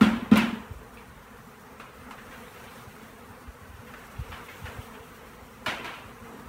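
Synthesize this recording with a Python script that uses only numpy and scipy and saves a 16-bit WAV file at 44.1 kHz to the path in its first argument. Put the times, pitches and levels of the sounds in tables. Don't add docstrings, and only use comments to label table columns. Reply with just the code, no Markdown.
import sys
import numpy as np
from scipy import signal
from scipy.io import wavfile
from scipy.ndimage import uniform_filter1d

SR = 44100
rng = np.random.default_rng(int(sys.argv[2]) if len(sys.argv) > 2 else 0)


def bounce(signal):
    frames = np.transpose(np.atleast_2d(signal))
    limited = np.clip(frames, -1, 1)
    pcm = np.round(limited * 32767).astype(np.int16)
    wavfile.write(sys.argv[1], SR, pcm)


def linear_from_db(decibels):
    return 10 ** (np.asarray(decibels, float) / 20)


N = 285768

# start in seconds, peak in dB, extra level of the rim modes in dB.
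FLOOR_BLOWS = [
    (0.0109, -5.0, 4),
    (0.3151, -4.0, -7),
    (5.676, -33, 0),
]
DRUM_HZ, DRUM_S = 224, .004
RIM_HZ = 1300
# frequency in Hz, level in dB, decay time t60 in seconds.
BUCKET_MODES = [(62, -28, 0.36), (113, -13.5, 0.12), (175, -45, 0.28), (345, -23, 0.47), (425, -18.5, 0.16),
                (453, -16, 0.15), (592, -29.5, 0.47), (802, -35, 0.32), (965, -36, 0.26), (1010, -30, 0.31),
                (1233, -31, 0.43), (1360, -28, 0.3), (1390, -22, 0.23), (1820, -28.5, 0.22),
                (2180, -45, .17), (525, -22.5, 0.35)]
# delay in seconds, level in dB.
WALL_ECHOES = [(.0201, -8.0), (.0514, -8.8), (.0660, -11.8), (.0795, -21.7), (.0963, -17.7), (.1190, -14.1),
               (.1453, -23.0), (.1617, -20.2), (.2105, -20.3), (.2501, -30.0), (.2834, -32.0)]
SCATTER_DB, SCATTER_T60_S = -24, .7

# start in seconds, level in dB, ring frequency in Hz,
# first crack over its returns in dB, factor on decay time.
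CRACKS = [(.0097, -15, 1430, 1.5, 0.84), (.017, -23, 800, 6, 1.6), (.314, -17.5, 900, -2.5, 0.62),
          (.358, -17, 2540, 5.5, 1.05), (.372, -19, 1370, 3.5, 0.73), (.921, -46, 1360, 0, 1.1),
          (.972, -42.5, 2600, 5.5, 0.74), (1.798, -34.5, 1260, 5, 0.94), (2.109, -37.5, 1100, 10.5, 0.3),
          (2.18, -41, 1650, 10.5, .9), (2.311, -37, 1390, 1.5, 0.68), (2.597, -49, 1340, 0, 4),
          (3.649, -47, 1360, 10, 0.36), (3.867, -42.5, 1900, 0, .83), (3.938, -39.5, 1500, 10, 1.7),
          (4.319, -31, 1490, 4.5, .85), (4.486, -35.5, 1990, 6.5, 1), (4.655, -31.5, 1590, 4.5, 0.73),
          (5.272, -43, 1920, -14, 0.71), (5.391, -49, 1060, 6, .64), (5.661, -16.5, 2570, 1.1, 0.92),
          (5.845, -26, 1290, 4, 1.04), (5.905, -34, 2600, -33, 1.26)]
RING_DB, RING_PER_DB, HARD_DB = 1, .7, -25
# frequency in Hz, level in dB per Hz.
PLASTIC_SPECTRUM = [(320, 20.5), (550, 3), (632, 5), (897, -1), (1190, -2), (1590, 2.5), (1710, 0),
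                    (2350, -1), (2670, -0.5), (5070, -17), (15500, -33.5)]
# frequency in Hz, width in Hz, level in dB.
SHELL_MODES = [(800, 43, -21), (983, 78, 9), (1370, 35, 5), (1990, 53, -11), (2600, 97, -16)]
# frequency in Hz, decay time t60 in seconds.
YARD_DECAY = [(150, 1), (500, 0.68), (1500, 0.56), (4000, 0.42), (8000, 0.51), (15000, 0.59)]
# start in seconds, level in dB, decay time t60 in seconds.
HANDLE_TICKS = [
    (.017, -37, .06),
    (.3143, -46, .03),
    (.360, -40, .06),
    (2.108, -52, .03),
    (5.661, -42, .08),
    (5.8447, -50, .05),
    (.3735, -23, .012),
    (.379, -24, .014),
    (.3735, -36, .09),
]

BEAT_HZ, BEAT_SPREAD = 231, .09
# multiple of the beat, level in dB.
WING_HARMONICS = [(1, 6), (2, 1), (3, -4.5), (4, -2), (5, -1), (6, -7), (7, -24), (8, -7), (9, -27),
                  (10, -38), (12, -21)]
# time in seconds, level in dB.
SWARM_LEVEL = [(0.66, -51), (0.79, -58.5), (0.98, -56), (2.04, -56.5), (2.39, -54.5), (2.49, -52),
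               (2.72, -54.5), (2.86, -57.5), (3.32, -55), (3.66, -58.5), (3.92, -57), (4.15, -56.5),
               (4.91, -54), (5.34, -57.5), (5.83, -53), (6.07, -55), (6.48, -54)]
SWARM_DB, SURGE_DB, SURGES_PER_S = 3.5, 2.5, 12
# time in seconds, wing beat in Hz, level in dB.
PASSING_BEE = [
    (6.221, 305, -65),
    (6.29, 345, -57),
    (6.36, 331, -47),
    (6.42, 293, -59),
    (6.47, 285, -70),
]

# centre in seconds, peak in dB, frequency in Hz.
WIND_BUMPS = [(0.714, -26.5, 93), (.731, -47, 57), (.765, -32.5, 62), (0.788, -45, 55.5), (1.094, -40, 68),
              (2.878, -37, 93.5), (3.306, -39, 93), (3.455, -45, 86.5), (3.485, -31, 62.6),
              (3.626, -39, 86), (3.697, -36, 70), (3.743, -37.5, 80), (3.8, -39, 106), (4.163, -43, 52),
              (4.196, -21.5, 104), (4.213, -25.5, 69), (4.276, -40, 57), (4.298, -33, 78), (4.334, -36, 70),
              (4.624, -33, 138), (4.646, -27.5, 84), (4.688, -34, 82.5), (4.774, -41, 77.4),
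              (4.792, -27, 91), (5.003, -41, 85), (5.428, -42, 81), (5.683, -33, 106), (6.06, -40, 94),
              (6.219, -40, 83.4), (6.471, -39, 62)]
BUMP_CYCLES, CYCLES_PER_DB = .48, .012
# time in seconds, level in dB.
WIND_LEVEL = [
    (0.0, -46),
    (0.4, -50.5),
    (1.77, -56.5),
    (2.35, -53.5),
    (2.67, -63),
    (3.7, -55),
    (3.86, -53),
    (4.58, -63),
    (4.73, -56),
    (6.48, -55.5),
]
# frequency in Hz, level in dB per Hz.
WIND_SPECTRUM = [(12, -63), (20, -11), (59, 27), (86, -15.5), (125, 28.5), (146, -71), (200, -2), (260, 9),
                 (440, -120)]

# time in seconds, hiss level in dB.
STIR_LEVEL = [(0.7, -62.5), (1.42, -63), (1.75, -63.5), (2.65, -57.5), (3.26, -62), (3.66, -62.5),
              (4.13, -59.5), (4.51, -57.5), (4.74, -57.5), (5.29, -61.5), (5.71, -62.5), (5.83, -61.5),
              (6.01, -61.5), (6.48, -61)]
CALM_DB = -61.5
HISS_DB, WASH_DB, WASH_PER_DB, RUSTLE_DB, RUSTLE_PER_DB = 0.4, -50, 0.7, -66, 2.5
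# blow in seconds, wash level in dB, rustle level in dB.
YARD_ANSWERS = [
    (.011, -41.5, -50.5),
    (.33, -42, -45.5),
    (5.7, -58, -47.5),
]
RETURN_PEAK_S = 0.13
# frequency in Hz, level in dB per Hz.
WASH_SPECTRUM = [(82, -11.5), (140, -3.5), (240, -12), (330, -15), (470, -6.5), (600, -15.5), (750, -13),
                 (1340, -11.5), (2200, -19), (2750, -23.5), (5000, -42.5), (7000, -74)]
# frequency in Hz, level in dB per Hz.
HISS_SPECTRUM = [(2060, -25), (3500, -2), (4500, -2.5), (5000, -5), (5600, -1), (7560, -3.5), (8860, -1),
                 (10300, -6), (11200, -4.5), (15600, -2.5), (16200, -12)]
# frequency in Hz, level in dB per Hz.
RUSTLE_SPECTRUM = [(1200, -58), (2000, 4), (3000, 3.5), (4200, -6.5), (6000, -44)]

SPECKLE = .36
LIMIT, EDGE_HZ = 0.83, 15800


def evened(x):
    return x / np.sqrt(np.mean(x ** 2) + 1e-20)


def read(points, hz):
    f, value = np.transpose(points)
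    return np.interp(np.log(hz + 1), np.log(f + 1), value)


def level_curve(table):
    s, db = np.transpose(table)
    return np.interp(np.arange(N) / SR, s, db)


def add(mix, s, sound):
    part = mix[max(round(s * SR), 0):][:len(sound)]
    part += sound[:len(part)]


def drift(count, per_s):
    knots = rng.standard_normal((count, 400))
    at = np.arange(N) / SR * per_s
    k = at.astype(int)
    blend = .5 - .5 * np.cos(np.pi * (at - k))
    return knots[:, k] * (1 - blend) + knots[:, k + 1] * blend


def noise(spectrum, patchy_db, flicker_db, size=1024):
    frames = 4 * N // size + 5
    hz = np.fft.rfftfreq(size, 1 / SR)
    real, imag, patches = rng.standard_normal((frames, len(hz), 3)).T
    patches = uniform_filter1d(patches, size=14, axis=0)
    patches = evened(uniform_filter1d(patches, size=12, axis=1))
    flicker = evened(uniform_filter1d(rng.standard_normal(frames), size=5))
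    level_db = read(spectrum, hz)[:, None] + patchy_db * patches + flicker_db * flicker
    z = (real + 1j * imag) * linear_from_db(level_db)
    return evened(signal.istft(z, nperseg=size, noverlap=size * 3 // 4)[1][:N])


def thumps():
    t, out = np.arange(SR // 2) / SR, np.zeros(N)
    boom_t = t[:2200]
    u = boom_t / DRUM_S
    boom = np.sin(2 * np.pi * DRUM_HZ * boom_t) * (u / 2) ** 2 * np.exp(2 - u)
    for s, db, rim_db in FLOOR_BLOWS:
        ringing = np.zeros(len(t))
        for hz, mode_db, t60 in BUCKET_MODES:
            envelope = linear_from_db(mode_db + rim_db * (hz > RIM_HZ) - 60 * t / t60)
            ringing += envelope * np.sin(2 * np.pi * hz * t)
        add(out, s, linear_from_db(db) * ringing * np.minimum(t / 0.0047, 1))
        taps = rng.standard_normal(len(t)) * (rng.random(len(t)) < 150 / SR) * (t > .03)
        scatter = signal.fftconvolve(taps * linear_from_db(-60 * t / SCATTER_T60_S), boom)
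        add(out, s, linear_from_db(db + SCATTER_DB) * scatter)
        for delay, wall_db in [(0.00067, 0)] + WALL_ECHOES:
            add(out, s + delay, linear_from_db(db + wall_db) * boom)
    return out


def crack(ring_hz, ring_db, first_db, decay):
    taps = rng.standard_normal(SR) * (rng.random(SR) < .4)
    f, t, z = signal.stft(taps, SR, nperseg=512, noverlap=384)
    power = linear_from_db(2 * read(PLASTIC_SPECTRUM, f)) / (1 + (700 / (f + 1)) ** 6)
    ring_width = 0.77 * ring_hz * linear_from_db(-.35 * max(ring_db, 0))
    for mode_hz, width, db in SHELL_MODES + [(ring_hz, ring_width, ring_db)]:
        power = power + linear_from_db(2 * db) / (1 + (2 * (f - mode_hz) / width) ** 2) ** 2
    late = np.maximum(t - .025, 0)
    t60 = (max(decay, .05) * read(YARD_DECAY, f))[:, None]
    z *= np.sqrt(power)[:, None] * linear_from_db(-60 * late / t60)
    uneven = uniform_filter1d(rng.standard_normal(z.shape), size=2, axis=0)
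    uneven = uniform_filter1d(uneven, size=10, axis=1)
    z *= linear_from_db(1.8 * evened(uneven))
    sound = signal.istft(z, SR, nperseg=512, noverlap=384)[1]
    t = np.arange(len(sound)) / SR
    first = np.minimum(t / 0.00012, 1) * linear_from_db(first_db * np.exp(-t / 0.014))
    return first * sound / np.sqrt(np.mean(sound[:1300] ** 2))


def cracks():
    out = np.zeros(N)
    for s, db, ring_hz, first_db, decay in CRACKS:
        ring_db = RING_DB + RING_PER_DB * (HARD_DB - db)
        add(out, s, linear_from_db(db - 12.0) * crack(ring_hz, ring_db, first_db, decay))
    return out


def handle_ticks():
    out, t = np.zeros(N), np.arange(6000) / SR
    bright = signal.butter(2, [8000, 15000], "bp", fs=SR, output="sos")
    for s, db, t60 in HANDLE_TICKS:
        fizz = signal.sosfilt(bright, rng.standard_normal(len(t)))
        add(out, s, linear_from_db(db - 60 * t / t60) * fizz)
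    return out


def swarm(count=28):
    own_hz = BEAT_HZ * (1 + BEAT_SPREAD * np.linspace(-np.sqrt(2), np.sqrt(2), count))[:, None]
    wander = 1 + .04 * drift(count, 7.6) + 0.0195 * drift(count, 45.0)
    turns = np.cumsum(own_hz * wander, axis=1) / SR + rng.random((count, 1))
    phase = 2 * np.pi * np.arange(512) / 512
    cycle = sum(linear_from_db(db) * np.cos(k * phase + k * k) for k, db in WING_HARMONICS)
    near = linear_from_db(4.5 * drift(count, 10.5))
    hum = evened((near * cycle[(turns % 1 * 512).astype(int)]).sum(0))
    surge = SURGE_DB * drift(1, SURGES_PER_S)[0]
    return linear_from_db(level_curve(SWARM_LEVEL) + SWARM_DB + surge) * hum


def passing_bee():
    s, hz, db = np.transpose(PASSING_BEE)
    t = np.arange(s[0], s[-1], 1 / SR)
    flutter = evened(uniform_filter1d(rng.standard_normal(len(t)), size=500))
    turns = np.cumsum(np.interp(t, s, hz) * (1 + 0.1 * flutter)) / SR
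    wings = np.sin(2 * np.pi * turns) + 0.22 * np.sin(4 * np.pi * turns)
    out = np.zeros(N)
    add(out, s[0], linear_from_db(np.interp(t, s, db)) * wings)
    return out


def wind():
    out = linear_from_db(level_curve(WIND_LEVEL) - 1.5) * noise(WIND_SPECTRUM, 1.6, 1.2, size=2048)
    t = np.arange(-1500, 1500) / SR
    for s, db, hz in WIND_BUMPS:
        half_width = (BUMP_CYCLES - CYCLES_PER_DB * (db + 25)) / hz
        bump = -np.sin(2 * np.pi * hz * t) * np.exp(-.5 * (t / half_width) ** 2)
        add(out, s + t[0], linear_from_db(db - 2.5) * bump)
    return out


def yard_answer(column):
    answers = np.array(YARD_ANSWERS)
    u = np.maximum(np.arange(N) / SR - answers[:, :1], 0) / RETURN_PEAK_S
    return (linear_from_db(answers[:, column, None]) * (u * np.exp(1 - u)) ** 3).sum(0)


def rustle(stir):
    gain = np.hypot(linear_from_db(RUSTLE_DB + RUSTLE_PER_DB * stir), yard_answer(column=2))
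    return gain * noise(RUSTLE_SPECTRUM, 2.3, 2.2, size=512)


def hiss(stir):
    return linear_from_db(CALM_DB + HISS_DB + stir) * noise(HISS_SPECTRUM, 1.0, 0.98)


def wash(stir):
    gain = np.hypot(linear_from_db(WASH_DB + WASH_PER_DB * stir), yard_answer(column=1))
    return gain * noise(WASH_SPECTRUM, 1.2, 1.0)


def scene():
    stir = level_curve(STIR_LEVEL) - CALM_DB
    bucket = thumps() + cracks() + handle_ticks()
    insects = swarm() + passing_bee()
    background = wind() + rustle(stir) + hiss(stir) + wash(stir)
    return (bucket + insects + background)[None]


def denoise(x):
    z = signal.stft(x, nperseg=1024, noverlap=768)[2]
    power = uniform_filter1d(abs(z) ** 2, size=2, axis=-1) + 1e-20
    contrast = power / uniform_filter1d(power, size=15, axis=-2)
    lift = np.minimum(contrast, 4) ** (SPECKLE / 2)
    lift[:, :10] = 1
    return signal.istft(z * lift, nperseg=1024, noverlap=768)[1][:, :N]


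def roll_off(x):
    return signal.sosfilt(signal.butter(12, 16800, fs=SR, output="sos"), x)


def record(dry):
    rolled_off = signal.sosfilt(signal.butter(4, 36, "hp", fs=SR, output="sos"), dry)
    x = denoise(rolled_off)
    x = LIMIT * np.tanh(x / LIMIT)
    band_limit = signal.firwin(511, EDGE_HZ, window=("kaiser", 9), fs=SR)
    mix = signal.oaconvolve(x, band_limit[None], "same")
    return roll_off(mix)


dry = scene()
out = record(dry)
bounce(out)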